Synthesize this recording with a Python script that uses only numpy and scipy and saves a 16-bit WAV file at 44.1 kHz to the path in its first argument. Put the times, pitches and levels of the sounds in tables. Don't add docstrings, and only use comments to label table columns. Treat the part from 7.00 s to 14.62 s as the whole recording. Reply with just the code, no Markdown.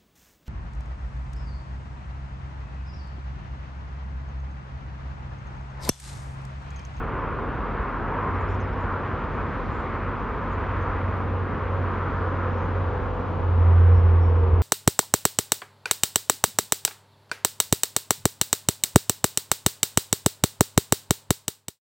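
import sys
import numpy as np
from scipy import signal
from scipy.fft import rfft, irfft
from scipy.io import wavfile
from scipy.ndimage import uniform_filter1d

SR = 44100
rng = np.random.default_rng(int(sys.argv[2]) if len(sys.argv) > 2 else 0)


def generate_wav(sig):
    pcm = np.round(np.clip(np.atleast_2d(sig).T, -1, 1) * 32767).astype(np.int16)
    wavfile.write(sys.argv[1], SR, pcm)


N = 336042
OCTAVES = np.arange(5, 14.)
LEFT_RIGHT = np.array([[1], [-1]])


def undb(db):
    return 10 ** (np.asarray(db) / 20)


def curves(table):
    s, *columns = np.transpose(table)
    return [np.interp(np.arange(N) / SR, s, c) for c in columns]


def walk(rate):
    hold = int(SR / rate)
    steps = np.repeat(rng.standard_normal(N // hold + 1), hold)
    return 1.3 * uniform_filter1d(uniform_filter1d(steps, hold), hold)[:N]


def bin_hz():
    return np.arange(1, N // 2 + 2) * SR / N


def stereo_noise(colour, likeness, lead, pan_db):
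    points, db = np.transpose(colour)
    gain = undb(np.interp(np.log(bin_hz()), np.log(points), db, left=-120, right=-120))
    mid, side = (rfft(rng.standard_normal(N)) for _ in range(2))
    c = np.clip(likeness, 0, 1)
    ports = np.sqrt((1 + c) / 2) * mid + LEFT_RIGHT * np.sqrt((1 - c) / 2) * side
    ports = ports * np.exp(.5j * LEFT_RIGHT * lead)
    return ports * undb(LEFT_RIGHT * pan_db / 2) * gain / np.sqrt(np.mean(gain ** 2))


def turbulent(spectra, band_db, patchy_db, rate, centres):
    octave = np.clip(np.log2(bin_hz()), centres[0], centres[-1])
    spacing = centres[1] - centres[0]
    out = 0
    for centre in centres:
        share = np.cos(np.pi / 2 * np.clip((octave - centre) / spacing, -1, 1)) ** 2
        level_db = band_db(2 ** centre) + patchy_db * walk(rate)
        out = out + irfft(spectra * share, N) * undb(level_db)
    return out


# (time [s], level [dB], hump centre [Hz])
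JET = [(0, -34.5, 1180), (.35, -35.5, 1160), (.8, -35, 1060), (1.05, -33, 1030), (1.27, -31, 1015),
       (1.59, -36, 1040), (1.95, -32, 1110), (2.25, -34.5, 1130), (2.5, -35, 1160), (3.18, -35, 1130),
       (3.55, -34, 1180), (3.9, -33, 1170), (4.13, -35, 1110), (4.44, -37, 1160), (4.7, -35, 1120),
       (5.1, -35, 1240), (5.4, -34.5, 1290), (5.75, -37.5, 1160), (6.2, -39.5, 1100), (6.67, -39, 1052),
       (7.1, -41.5, 1003), (7.62, -42.5, 1000)]
# (frequency [Hz], relative density [dB per Hz])
JET_COLOUR = [(300, -29.5), (600, -9.5), (850, -10.5), (930, -2), (1050, -1), (1250, -2), (1600, -6.5),
              (2000, -13.5), (2500, -19.5), (3000, -31), (3600, -39)]
JET_GUST_DB, JET_GRAIN_DB = .45, .6
JET_DULLING, JET_MEAN_S, JET_TILT_DB = 0.72, 3.8, 0.1
HUMP_DB, HUMP_OCTAVES = 2, 0.3


def jet():
    db, hump_hz = curves(JET)
    swell_db = db - uniform_filter1d(db, int(JET_MEAN_S * SR))
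    tilt_db = JET_TILT_DB - JET_DULLING * swell_db

    def band_db(hz):
        octaves_off = np.log2(hz / hump_hz)
        return tilt_db * octaves_off + HUMP_DB * np.exp(-(octaves_off / HUMP_OCTAVES) ** 2)

    gusts_db = JET_GUST_DB * walk(14) + JET_GRAIN_DB * walk(40)
    roar = stereo_noise(JET_COLOUR, likeness=1, lead=0, pan_db=0)
    thirds = np.arange(9, 11.5, 1 / 3)
    return undb(db + gusts_db) * turbulent(roar, band_db, patchy_db=1.05, rate=12, centres=thirds)


# (time [s], level [dB])
DRONE = [(1, -45), (1.3, -31.5), (1.5, -27.5), (1.75, -34.5), (2.1, -33.5), (2.4, -42), (3.05, -35),
         (3.3, -41.5), (3.7, -30), (4.15, -30.5), (4.35, -26.5), (4.6, -36), (4.8, -25), (5.1, -31),
         (5.4, -27), (5.8, -26), (6.15, -34), (6.33, -31.5), (6.45, -24), (6.55, -18.5), (6.68, -13.5),
         (6.92, -13.5), (6.99, -16), (7.02, -19), (7.05, -14.5), (7.3, -17.5), (7.48, -18.5), (7.515, -23),
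         (7.55, -22), (7.575, -18), (7.62, -17.5)]
# (time [s], firing rate [Hz], level of upper orders [dB])
DRONE_PITCH = [(1, 93.53, -61), (3.7, 92.8, -52.5), (4.3, 92.1, -46), (5.35, 91.36, -43), (5.8, 90.3, -44),
               (6.3, 89.85, -43.5), (6.65, 86.3, -46.5), (7.0, 87, -40), (7.1, 85.65, -43),
               (7.62, 84.47, -40.5)]
# (multiple of the firing rate, far level [dB], near level [dB], left leads [rad])
DRONE_ORDERS = [(1.5, -4.5, -5, .1), (2, -7.5, -9.5, .1), (3, -7, -18, .3), (3.5, -6.5, -9.5, .4),
                (4.5, -8, 0.5, .5), (5, -9.5, -8, .5), (5.5, 1, 1.5, .5), (6, -3.5, 0.5, .5)]
# (time [s], share of the orders' lead, roughness [1 = far])
DRONE_SWING = [(1, .1, 1), (5.2, .2, 1), (6, .8, 1), (6.3, .9, 1), (6.7, 1, .7), (6.9, 1, .75),
               (6.98, 1, 1.6), (7.06, 1, .7), (7.62, 1.1, .75)]
DRONE_PAN_DB = -1.33


def drone():
    hz, upper_db = curves(DRONE_PITCH)
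    tone_db, = curves(DRONE)
    swing, rough = curves(DRONE_SWING)
    phase = 2 * np.pi * np.cumsum(hz) / SR
    near = np.clip((1 - rough) / (1 - rough.min()), 0, 1)

    flutter = (1 - near / 2) * rough
    tone_gain = undb(tone_db + 0.64 * flutter * walk(13) + LEFT_RIGHT * DRONE_PAN_DB / 2)
    tone = tone_gain * np.sin(phase + 0.12 * flutter * walk(5.4))

    upper = 0
    for k, far_db, near_db, lead in DRONE_ORDERS:
        broken_db = rough * (3.2 * walk(16) + 1.1 * walk(5))
        order_db = far_db + near * (near_db - far_db) + broken_db
        order_phase = k * (phase + .14 * rough * walk(25))
        upper = upper + undb(order_db) * np.sin(order_phase + LEFT_RIGHT * swing * lead / 2)

    arrival = np.clip((np.arange(N) / SR - DRONE[0][0]) / 0.16, 0, 1)
    return np.sqrt(2) * arrival * (tone + undb(upper_db) * upper)


# (time [s], level [dB])
RUSH = [(0, -48), (1, -43.5), (1.5, -46), (2.2, -52.5), (2.8, -52), (3.4, -49), (4.2, -46), (5.2, -42.5),
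        (6.6, -39.5), (7.62, -40.5)]
# (frequency [Hz], relative density [dB per Hz])
RUSH_COLOUR = [(350, -17), (550, 0.5), (800, 1), (1100, 1.5), (1500, -8.5), (2000, -24), (2700, -32.5)]
RUSH_LIKENESS, RUSH_LEAD_RAD, RUSH_PAN_DB = 0.38, 0.93, 4.5


def rush():
    wide = stereo_noise(RUSH_COLOUR, RUSH_LIKENESS, RUSH_LEAD_RAD, RUSH_PAN_DB)
    level = undb(curves(RUSH)[0])
    return level * turbulent(wide, lambda hz: 0, patchy_db=0.2, rate=6.9, centres=OCTAVES[4:7])


# (time [s], pitch [Hz], peak level [dB])
THUMPS = [(.12, 55, -27), (0.802, 60, -25), (2.79, 55, -26), (3.901, 55, -23), (4.262, 75.4, -22),
          (4.69, 60, -33), (6.97, 60.3, -15.5), (7.429, 62, -27), (7.539, 75.6, -10), (7.61, 65, -21)]
THUMP_S = 0.012


def thumps():
    t = np.arange(N) / SR
    out = np.zeros(N)
    for s, hz, db in THUMPS:
        swell = np.exp(-((t - s) / THUMP_S) ** 2)
        out -= undb(db) * swell * np.cos(2 * np.pi * hz * (t - s))
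    return out


FAINT_DB, FAINT_SCATTER_DB, FAINT_LONGEST_S, FAINT_HZ, FAINT_OCTAVES = -81.5, 3, 0.099, 5100, .48


def faint_rustles(count):
    when, length, pitch, size = rng.random((count, 4)).T
    starts = when * (N / SR - FAINT_LONGEST_S)
    lengths = FAINT_LONGEST_S * (1 + 3 * length) / 4
    centres = FAINT_HZ * 2 ** (FAINT_OCTAVES * pitch)
    levels = FAINT_DB + FAINT_SCATTER_DB * (2 * size - 1)
    return list(zip(starts, lengths, centres, levels))


# (time [s], length [s], centre [Hz], rms level [dB])
RUSTLES = [(1.48, .07, 8000, -85), (1.4, 0.035, 6900, -73), (1.2, .08, 5350, -81), (1.34, .04, 5450, -72),
           (1.475, 0.058, 5200, -68), (1.49, .08, 5550, -68), (1.48, .1, 6900, -72), (1.5, .08, 6300, -79),
           (1.595, 0.03, 6300, -65), (1.8, .04, 6950, -74), (1.5, .06, 6300, -78), (1.6, 0.072, 5250, -73),
           (1.726, .025, 5350, -73), (2.686, .17, 7200, -76), (3.509, .05, 6700, -73),
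           (3.8, .05, 6400, -73), (4.167, .03, 12200, -79), (4.167, .04, 14300, -77.5),
           (5.549, 0.15, 6340, -77), (5.5, .14, 5400, -73), (6.585, .08, 5700, -76),
           (6.77, .08, 6600, -78.5), (6.726, 0.043, 5450, -73.5), (6.79, 0.1, 12600, -78.5),
           (6.78, .12, 5400, -75), (6.92, 0.1, 5450, -72.5), (7.17, 0.17, 5500, -78),
           (7.165, .03, 5410, -77), (7.2, .13, 5480, -73), (7.02, .15, 5500, -79.5),
           (7.345, 0.075, 5550, -75)]
RUSTLE_WIDTH_HZ, RUSTLE_WIDENING = 270, 2.1


def rustles():
    out = np.zeros((2, N))
    grain = rng.standard_normal((3, N)) * undb(1.6 * walk(120) + 1.1 * walk(50))
    grain = grain[:2] * 0.52 + grain[2] * 0.77
    for s, length, hz, db in RUSTLES + faint_rustles(count=24):
        start, n = int(s * SR), int(length * SR)
        width_hz = RUSTLE_WIDTH_HZ * (hz / 5000) ** RUSTLE_WIDENING
        edges_hz = [hz - width_hz / 2, hz + width_hz / 2]
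        band = signal.butter(2, edges_hz, "band", fs=SR, output="sos")
        envelope = signal.windows.tukey(n, .45) * np.linspace(1.2, .75, n)
        patch = signal.sosfilt(band, grain[:, start:start + n]) * envelope
        out[:, start:start + n] += patch * undb(db) * np.sqrt(SR / 2 / width_hz)
    return out


# (time [s], peak level [dB], lowest frequency [Hz])
TICKS = [(.328, -62, 6300), (1.217, -68, 9500), (2.601, -68, 9000), (2.674, -70, 10000), (2.782, -65, 9000),
         (2.855, -66, 11000), (2.957, -68, 8500), (3.35, -70, 11000), (4.169, -64, 11000),
         (6.826, -65, 11000)]
TICK_TOP_HZ = 14500


def ticks():
    out = np.zeros(N)
    for s, db, hz in TICKS:
        band = signal.butter(3, [hz, TICK_TOP_HZ], "band", fs=SR, output="sos")
        click = signal.sosfilt(band, signal.unit_impulse(64))
        start = int(s * SR)
        out[start:start + 64] += undb(db) * click / np.abs(click).max()
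    return out


# (frequency [Hz], rms level at the start [dB], waver [dB], rise [dB per s])
HUMS = [(44.8, -37, 1.4, 0), (59.35, -45, 4, 0.7), (152.7, -50, 3, 0)]


def hums():
    t = np.arange(N) / SR
    out = np.zeros(N)
    for hz, db, waver_db, rise_db in HUMS:
        level = undb(db + waver_db * walk(3) + rise_db * t)
        out += np.sqrt(2) * level * np.sin(2 * np.pi * hz * t + 0.27 * walk(2))
    return out


# (frequency [Hz], relative density [dB per Hz])
RUMBLE_COLOUR = [(22, -26.5), (32, -11), (44, 0), (62, 3), (110, 3), (180, -3), (230, 0), (310, -5),
                 (470, -2), (610, -10.5), (900, -8), (1500, -27.5), (3000, -30.5), (5000, -46.5),
                 (7000, -54.5), (8300, -66)]
# (frequency [Hz], likeness [0-1], left leads [rad], left minus right [dB])
RUMBLE_PORTS = [(40, 0.98, 0, -0.5), (100, 1, 0.085, -1), (160, 0.92, -0.25, -1.3), (220, 0.84, 0.17, 0),
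                (310, 0.99, 0.37, -0.5), (480, 0.97, 0.28, 0.5), (750, 0.9, 0.55, 1.4),
                (1200, 0.91, .1, -1.5), (2200, 1, 0, 1.2), (3000, .95, .45, 0), (4600, .92, 0.43, 0),
                (5800, 0.3, -0.56, 0)]
# (time [s], level [dB per octave])
BASS_LEVEL = [(0, 1.5), (1, 1), (1.4, 3), (2.6, 1.5), (3.2, -2.5), (3.7, 5), (5.3, -0.5), (6, 5), (6.8, 3),
              (7.62, 1)]
# (time [s], level [dB])
RUMBLE_TREBLE = [(0, -1.5), (.5, -1), (1, 0), (1.6, 0), (2.2, 1), (2.7, 2.5), (3.1, 0), (3.7, 2.5),
                 (4.3, 0), (5, 1.5), (5.7, 1.5), (6.5, .5), (7.62, -0.9)]
RUMBLE_KNEE_HZ, TREBLE_KNEE_HZ = 130, 3000
RUMBLE_DB, RUMBLE_WANDER_DB = -31, 0.9


def rumble():
    bass_db = curves(BASS_LEVEL)[0] + RUMBLE_WANDER_DB * walk(3)
    treble_db, = curves(RUMBLE_TREBLE)

    def band_db(hz):
        return bass_db * max(np.log2(RUMBLE_KNEE_HZ / hz), 0) + treble_db * (hz > TREBLE_KNEE_HZ)

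    hz, *ports = np.transpose(RUMBLE_PORTS)
    likeness, lead, pan_db = (np.interp(np.log(bin_hz()), np.log(hz), p) for p in ports)
    wide = stereo_noise(RUMBLE_COLOUR, likeness, lead, pan_db)
    return undb(RUMBLE_DB) * turbulent(wide, band_db, patchy_db=0.5, rate=4, centres=OCTAVES)


# (frequency [Hz], relative density [dB per Hz])
WIND_COLOUR = [(25, -9), (45, -1), (80, 4.5), (130, -10.5)]
WIND_DB = -48


def wind():
    puffs = undb(WIND_DB + 3.2 * walk(18))
    return puffs * irfft(stereo_noise(WIND_COLOUR, likeness=0, lead=0, pan_db=0), N)


# (frequency [Hz], relative density [dB per Hz])
AIR_COLOUR = [(9800, -12), (10600, -3.5), (12000, 1.5), (13600, -1), (14300, -9)]
AIR_DB = -91


def air():
    flicker = undb(AIR_DB + 2.5 * walk(4.9) + 1.5 * walk(30))
    return flicker * irfft(stereo_noise(AIR_COLOUR, likeness=0.49, lead=0, pan_db=0), N)


def scene():
    near_phone = thumps() + rustles() + ticks()
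    background = hums() + rumble() + wind() + air()
    return jet() + drone() + rush() + near_phone + background


LOW_CUT_HZ, TOP_HZ, HISS_DB = 27.5, 15900, -106
IMAGE_HZ, IMAGE_DB = 12000, -68


def record(dry):
    lead_in = 2000
    running = np.concatenate([2 * dry[:, :1] - dry[:, lead_in:0:-1], dry], axis=1)
    thin = signal.sosfilt(signal.butter(2, LOW_CUT_HZ, "high", fs=SR, output="sos"), running)
    t = np.arange(N + lead_in) / SR
    image = undb(IMAGE_DB) * thin * np.cos(2 * np.pi * IMAGE_HZ * t)
    hiss = undb(HISS_DB) * rng.standard_normal(N + lead_in)
    top_cut = signal.ellip(8, .2, 70, TOP_HZ, fs=SR, output="sos")
    heard = signal.sosfilt(top_cut, thin + image + hiss)[:, lead_in:]
    return heard * np.minimum(np.arange(N) / 200, 1)


dry = scene()
out = record(dry)
generate_wav(out)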